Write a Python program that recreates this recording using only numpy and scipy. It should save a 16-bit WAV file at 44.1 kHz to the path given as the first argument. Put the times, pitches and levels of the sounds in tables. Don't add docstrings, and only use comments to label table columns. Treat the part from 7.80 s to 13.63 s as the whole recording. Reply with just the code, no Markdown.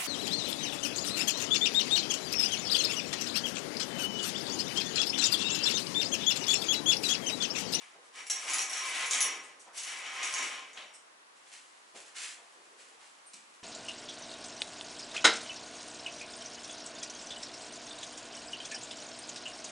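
import sys
import numpy as np
from scipy import signal
from scipy.fft import rfft, irfft
from scipy.io import wavfile

SR = 44100
rng = np.random.default_rng(int(sys.argv[2]) if len(sys.argv) > 2 else 0)


def transcribe(signal):
    frames = np.atleast_2d(signal).T
    limited = np.clip(frames, -1, 1)
    pcm = np.round(limited * 32767).astype(np.int16)
    wavfile.write(sys.argv[1], SR, pcm)


N = 257103

TIME = np.arange(N) / SR
HIT_TIME = np.arange(SR // 2) / SR
BINS = np.fft.rfftfreq(8192, 1 / SR)


def amp(db):
    return 10 ** (np.asarray(db) / 20)


def evened(x):
    return x / np.sqrt(np.mean(x ** 2) + 1e-20)


def read(points, hz):
    f, value = np.transpose(points)
    return np.interp(np.log(hz + 1), np.log(f + 1), value)


def add(mix, s, sound):
    part = mix[max(round(s * SR), 0):][:len(sound)]
    part += sound[:len(part)]


def through(x, response):
    return signal.oaconvolve(x, response)[:len(x)]


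def body(spectrum, modes=()):
    db = read(spectrum, BINS)
    for hz, width, rise in modes:
        db = db + rise / (1 + (2 * (BINS - hz) / width) ** 2)
    log_gain = np.log(amp(np.r_[db, db[-2:0:-1]]))
    response = np.fft.ifft(np.exp(np.conj(signal.hilbert(log_gain)))).real[:len(BINS)]
    return response / np.linalg.norm(response)


def band_pass(hz, width):
    b, a = signal.iirpeak(hz, hz / width, fs=SR)
    ring = signal.lfilter(b, a, signal.unit_impulse(len(HIT_TIME)))
    return ring / np.linalg.norm(ring)


def resonate(x, hz, width):
    return through(x, band_pass(hz, width))


def mode(hz, t60):
    return np.cos(2 * np.pi * hz * HIT_TIME) * np.exp(-np.log(1000) * HIT_TIME / t60)


def grains(per_s, spread_db, smooth):
    sizes = amp(spread_db * np.minimum(rng.exponential(1, N), 4))
    slips = rng.standard_normal(N) * sizes * (rng.random(N) < per_s / SR)
    return evened(evened(slips) + smooth * rng.standard_normal(N))


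def burst(decay):
    return rng.standard_normal(len(HIT_TIME)) * np.exp(-HIT_TIME / max(decay, 5e-4))


def clatter(decay, snap):
    rebounds = burst(decay) * (rng.random(len(HIT_TIME)) < .25)
    rebounds *= np.sqrt(decay * SR / 2) / np.linalg.norm(rebounds)
    return rebounds + snap * signal.unit_impulse(len(HIT_TIME))


def stroke(start, length, attack_s, release_db_per_s, swell_db=0):
    t = TIME - start
    held_db = swell_db * (np.clip(t / length, 0, 1) - .5)
    return np.clip(t / attack_s, 0, 1) * amp(held_db - release_db_per_s * np.maximum(t - length, 0))


def together(gains):
    return np.sqrt(sum(gain ** 2 for gain in gains))


def waver(depth_db, per_s):
    knots = rng.standard_normal(size=512)
    return amp(depth_db * np.interp(TIME * per_s, np.arange(len(knots)), knots))


# [f/Hz, gain on the side signal/dB]
SIDE_WIDTH = [(50, -8.5), (150, -13), (600, -7), (2000, -6), (4500, -8), (8000, -9), (11000, -7.5)]


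def spread(mid, side):
    side_gain = amp(read(SIDE_WIDTH, np.fft.rfftfreq(len(side), 1 / SR)))
    side = irfft(rfft(side) * side_gain, len(side))
    return np.array([mid + side, mid - side])


# [f/Hz, t60/s]
TILE_DECAY = [(150, 0.7), (700, 1), (2000, 0.75), (4500, 0.31), (7500, 0.39), (11000, 0.23)]


def tile_echoes():
    density = np.minimum(.03 + 5 * HIT_TIME, 1)
    present = rng.random(len(HIT_TIME)) < density
    taps = rng.standard_normal(len(HIT_TIME)) * present / np.sqrt(density)
    hz, t, z = signal.stft(taps * (HIT_TIME > .002), SR, nperseg=256)
    fade = amp(-60 * t / read(TILE_DECAY, hz)[:, None])
    tail = signal.istft(z * fade, SR, nperseg=256)[1][:len(taps)]
    return tail / np.linalg.norm(tail)


def bathroom(x, wet_db, cycles_per_s=4.5):
    turn = np.pi * cycles_per_s * TIME
    echoes = 0
    for share in (np.cos(turn), np.sin(turn)):
        pattern = spread(tile_echoes(), tile_echoes())
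        echoes = echoes + signal.oaconvolve((x * share)[None], pattern, axes=1)[:, :N]
    return (x + amp(wet_db) * echoes) / np.hypot(1, amp(wet_db))


# [f/Hz, level/dB]
AIR_COLOUR = [(15, -63), (25, -45), (212, -17.5), (267, -12.5), (303, -10), (422, -9.5), (668, -8),
              (740, -6.5), (1110, -4), (1360, -7.5), (1550, -7.5), (1950, -8.5), (2270, -11.5),
              (6280, -16.5), (11000, -20), (14300, -52), (22000, -120)]


def air():
    mid, side = (through(rng.standard_normal(N), body(AIR_COLOUR)) for _ in range(2))
    return amp(-58.5) * evened(spread(mid, amp(9.0) * side))


# [t/s, level/dB, time scale of the push/s]
TUGS = [(0.683, -65, 0.0025), (1.311, -70, 0.0048), (2.535, -62, 0.0026)]


def tugs():
    out = np.zeros(N)
    for s, db, scale in TUGS:
        u = (TIME - s) / scale
        out += amp(db) * (1 - 2 * u ** 2) * np.exp(-u ** 2)
    return out


# [f/Hz, level/dB]
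CLOTH_COLOUR = [(100, -52), (250, -21), (500, -18), (900, -15), (1500, -7), (2500, -1), (4000, -2.5),
                (5500, -2.5), (7700, -1.5), (11000, -8)]
# [start t/s, length/s, relative level/dB]
SWISHES = [(3.65, .06, -60.5), (3.71, 0.045, -53.5), (4.145, 0.033, -50.5), (4.26, 0.027, -58),
           (4.345, 0.11, -43), (4.975, 0.045, -55), (5.19, 0.075, -58.5)]
SWISH_ATTACK_S, SWISH_RELEASE_DB_PER_S = 0.021, 100
RUSTLE = (3.55, 2.3, -66)


def cloth():
    rub = through(grains(per_s=2700, spread_db=6, smooth=0.57), body(CLOTH_COLOUR))
    moves = SWISHES + [RUSTLE]
    gain = together(amp(db) * stroke(s, length, SWISH_ATTACK_S, SWISH_RELEASE_DB_PER_S)
                    for s, length, db in moves)
    return amp(1.5) * evened(bathroom(rub, wet_db=5.0)) * gain


# [t/s, relative level/dB, centre f/Hz, width/Hz, decay time constant/s]
THUDS = [(0.140, -59.5, 485, 500, .06), (0.640, -50, 630, 700, 0.043), (1.225, -50.5, 596, 600, .03),
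         (1.440, -56.5, 410, 305, 0.16), (1.862, -54.5, 784, 1220, 0.07), (2.59, -59.5, 450, 500, 0.27),
         (4.140, -54.5, 510, 760, 0.062), (4.570, -61.5, 755, 825, 0.1), (4.750, -67.5, 457, 280, 0.42),
         (5.170, -66.5, 930, 900, 0.19)]


def thuds():
    out = np.zeros(N)
    for s, db, hz, width, decay in THUDS:
        push = burst(decay) * (1 - np.exp(-HIT_TIME / 0.0065))
        dull = through(band_pass(hz, width), band_pass(hz, width))
        add(out, s, amp(db) * through(push, dull / np.linalg.norm(dull)))
    return amp(2.0) * bathroom(out, wet_db=-10.5)


# [t/s, relative level/dB, centre f/Hz, width/Hz]
TICKS = [(1.632, -49, 7640, 4030), (1.796, -50.5, 7500, 4950), (3.137, -51, 8400, 1200),
         (3.138, -53, 5670, 600), (5.462, -53, 8900, 303)]


def ticks():
    out = np.zeros(N)
    for s, db, hz, width in TICKS:
        add(out, s, amp(db) * resonate(burst(decay=0.0067), hz, width))
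    return amp(5.0) * bathroom(out, wet_db=11.0)


def knock(hits, colour, decay, snap, wet_db):
    out = np.zeros(N)
    for s, db in hits:
        add(out, s, amp(db) * through(clatter(decay, snap), colour))
    return bathroom(out, wet_db)


# [t/s, relative level/dB]
DOOR_HITS = [(5.5352, -46.5), (5.5412, -43.5), (5.549, -55), (5.5675, -51)]
# [f/Hz, level/dB]
DOOR_COLOUR = [(40, -52), (200, -9), (900, -12), (1900, -17), (2400, -6.5), (3200, -6), (4000, -5),
               (5500, -3), (7500, -3), (8800, -1.5), (10000, -12), (11000, -5.5)]
# [f/Hz, width/Hz, rise/dB]
DOOR_MODES = [(2360, 200, 7), (4000, 200, 7), (6960, 230, 5), (8000, 250, 4)]


def door_knock():
    hits = knock(DOOR_HITS, body(DOOR_COLOUR, DOOR_MODES), decay=0.0057, snap=6.9, wet_db=-1.5)
    return amp(3.5) * hits


# [t/s, level/dB]
END_HITS = [(2.974, -37), (2.984, -39.5), (3.002, -45), (3.022, -43.5)]
# [f/Hz, level/dB]
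END_COLOUR = [(40, -53.5), (200, -17), (700, -8), (1500, -8.5), (2100, -9), (3000, -4.5), (4100, -3),
              (5000, -16), (7000, -19), (11000, -27)]
# [f/Hz, width/Hz, rise/dB]
END_MODES = [(2030, 90, 4), (3050, 70, 8)]


def end_stop():
    return knock(END_HITS, body(END_COLOUR, END_MODES), decay=0.0039, snap=1.5, wet_db=1.0)


# [f/Hz, level/dB]
ROD_COLOUR = [(30, -58), (70, -57), (110, -29.5), (180, -32), (260, -17), (500, -10), (900, -5.5),
              (1500, -2.5), (2200, 3.5), (3200, 1), (4800, -8), (7000, -5), (11000, -32)]
# [f/Hz, width/Hz, rise/dB]
ROD_MODES = [(130, 35, 6), (265, 25, 6), (372, 25, 5), (500, 20, 6), (772, 40, 6), (1061, 42, 12),
             (1251, 30, 12), (1425, 20, 5), (1690, 30, 5), (2010, 60, 5), (2286, 80, 7), (2520, 30, 4),
             (2965, 90, 6), (4470, 40, 5)]
# [f/Hz, width/Hz, rise/dB]
RING_MODES = [(5630, 40, 5), (5760, 35, 4), (5945, 40, 6), (6200, 60, 2), (6435, 40, 4), (6600, 40, 5),
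              (6995, 40, 3), (7660, 60, 2), (10830, 260, 3)]
RING_HZ = {"a": 5628, "b": 5657, "c": 5761, "d": 5944}
OVERTONE_HZ = 10715
# [f/Hz, level/dB]
CLACK_COLOUR = [(25, -76), (100, -37), (500, -45), (2000, -3), (3500, -2.5), (5200, -4.5), (6000, 3.5),
                (7500, 1.5), (9200, -6.5), (11000, -6.5)]
# [t/s, relative level/dB, ring, relative ring tone/dB, relative overtone/dB, chatter time constant/s]
CLACKS = [ (0.392, -47, "a", -0.5, -23, 0.0057), (0.468, -35.5, "a", -4, -4.5, 0.0022),
          (0.4998, -22, "c", -9.5, -9, 0.0023), (0.504, -23, "b", -0.5, -17, 0.0011),
          (0.685, -39, "d", -11, -30, 0.0067), (0.6979, -23.5, "d", -18, -30, 0.0044),
          (0.735, -20, "d", -33, -5, 0.0033), (0.7846, -19, "c", -6.5, -26, 0.0022),
          (0.819, -23, "a", -23, -22, .003), (0.897, -34.5, "a", 5, -1, .005),
          (0.9319, -30.5, "a", 4.5, -32, .003), (0.9713, -30.5, "a", -10, -6, 0.0069),
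          (1.066, -33.5, "a", -5, -19, .003), (1.2602, -31.5, "a", -20, -3, 0.007),
          (1.3106, -20.5, "a", -9, -30, 0.0044), (1.3339, -18.5, "a", -12, -30, .004),
          (1.4057, -17.5, "d", -24, -2.5, 0.0063), (1.4195, -24, "a", -3, 3, 0.0017),
          (1.978, -34, "a", -16, -20, 0.0069), (2.0342, -29, "d", -24, -29, 0.0021),
          (2.4297, -28.5, "d", -27, -23, 0.011), (2.5396, -25, "d", -20, -32, 0.0038),
          (2.5824, -29, "a", -4.5, -30, 0.0037), (2.6259, -29.5, "c", -12, -30, 0.0038),
          (2.9322, -45.5, "d", -7, -29, .005)]


def clacks(ring_t60=0.13, overtone_t60=0.079):
    out = np.zeros(N)
    tube_knock = amp(-9.5) * body(ROD_COLOUR, ROD_MODES)
    struck = body(CLACK_COLOUR, RING_MODES) + tube_knock
    for s, db, ring, ring_db, overtone_db, chatter in CLACKS:
        hit = through(clatter(chatter, snap=5.6), struck)
        tone = amp(ring_db) * mode(RING_HZ[ring], ring_t60)
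        tone += amp(overtone_db) * mode(OVERTONE_HZ, overtone_t60)
        add(out, s, amp(db) * (hit + amp(-3.0) * tone))
    return amp(1) * bathroom(out, wet_db=4)


# [start t/s, length/s, rod scrape/dB, ring hiss/dB, ring singing/dB, swell from start to end/dB]
PULLS = [(-0.04, 0.26, -58, -62.5, -80, -27), (0.32, 0.083, -50.5, -55, -62, 10.5),
         (0.53, 0.12, -48, -45.5, -64, 6), (0.666, 0.11, -37.5, -36.5, -51.5, 0),
         (0.887, .36, -38, -41, -60, 5.5), (1.31, 0.17, -39, -48, -50, 3.5),
         (2.055, 0.363, -41.5, -51, -55, 5), (2.419, 0.23, -39.5, -44, -50, 4.5),
         (2.683, 0.095, -43, -58.5, -70, 1), (2.951, 0.078, -48, -62, -64, -6)]
PULL_ATTACK_S, PULL_RELEASE_DB_PER_S = 0.026, 94.5
# [start t/s, length/s, hiss level/dB]
SKIDS = [(0.221, .025, -58), (0.496, .04, -51), (0.717, 0.06, -47), (1.266, 0.089, -34), (1.929, 0.21, -42),
         (2.423, 0.064, -44), (2.534, 0.061, -54)]
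SKID_ATTACK_S, SKID_RELEASE_DB_PER_S = 0.051, 147
SKID_SCRAPE_DB, SKID_SING_DB = -10, -16


def friction():
    skid = together(amp(db) * stroke(s, length, SKID_ATTACK_S, SKID_RELEASE_DB_PER_S)
                    for s, length, db in SKIDS)
    moves = [np.outer(amp([SKID_SCRAPE_DB, 0, SKID_SING_DB]), skid)]
    for s, length, scrape_db, hiss_db, sing_db, swell_db in PULLS:
        pull = stroke(s, length, PULL_ATTACK_S, PULL_RELEASE_DB_PER_S, swell_db)
        moves.append(np.outer(amp([scrape_db, hiss_db, sing_db]), pull))
    return together(moves) * waver(depth_db=0.7, per_s=22)


# [f/Hz, level/dB]
HISS_COLOUR = [(60, -39), (300, -37.5), (1500, -12.5), (3500, -5), (5200, -3.5), (5700, -2), (6500, -6.5),
               (8000, -2.5), (9200, -6), (11000, -5.5)]


def sliding(overtone_db=-24):
    rod_slips = grains(per_s=1100, spread_db=3.3, smooth=.2)
    ring_slips = grains(per_s=800, spread_db=3.5, smooth=.2)
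    scrape = evened(bathroom(through(rod_slips, body(ROD_COLOUR, ROD_MODES)), wet_db=6.5))
    hiss = evened(bathroom(through(ring_slips, body(HISS_COLOUR, RING_MODES)), wet_db=14.0))
    rub = rng.standard_normal(N)
    sing = resonate(rub, RING_HZ["a"], width=30)
    sing += amp(overtone_db) * resonate(rub, OVERTONE_HZ, width=90)
    sing = evened(bathroom(sing, wet_db=-8))
    scrape_gain, hiss_gain, sing_gain = friction()
    return scrape_gain * scrape + hiss_gain * hiss + sing_gain * sing


def scene():
    background = air() + tugs() + cloth() + thuds() + ticks() + door_knock()
    left_right = amp([[.45], [-.45]])
    curtain = (end_stop() + clacks() + sliding()) * left_right
    return background + curtain


def record(dry):
    low_pass = signal.firwin(1023, 11060, window=("kaiser", 8), fs=SR)
    return signal.oaconvolve(dry, low_pass[None], "same")


dry = scene()
out = record(dry)
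transcribe(out)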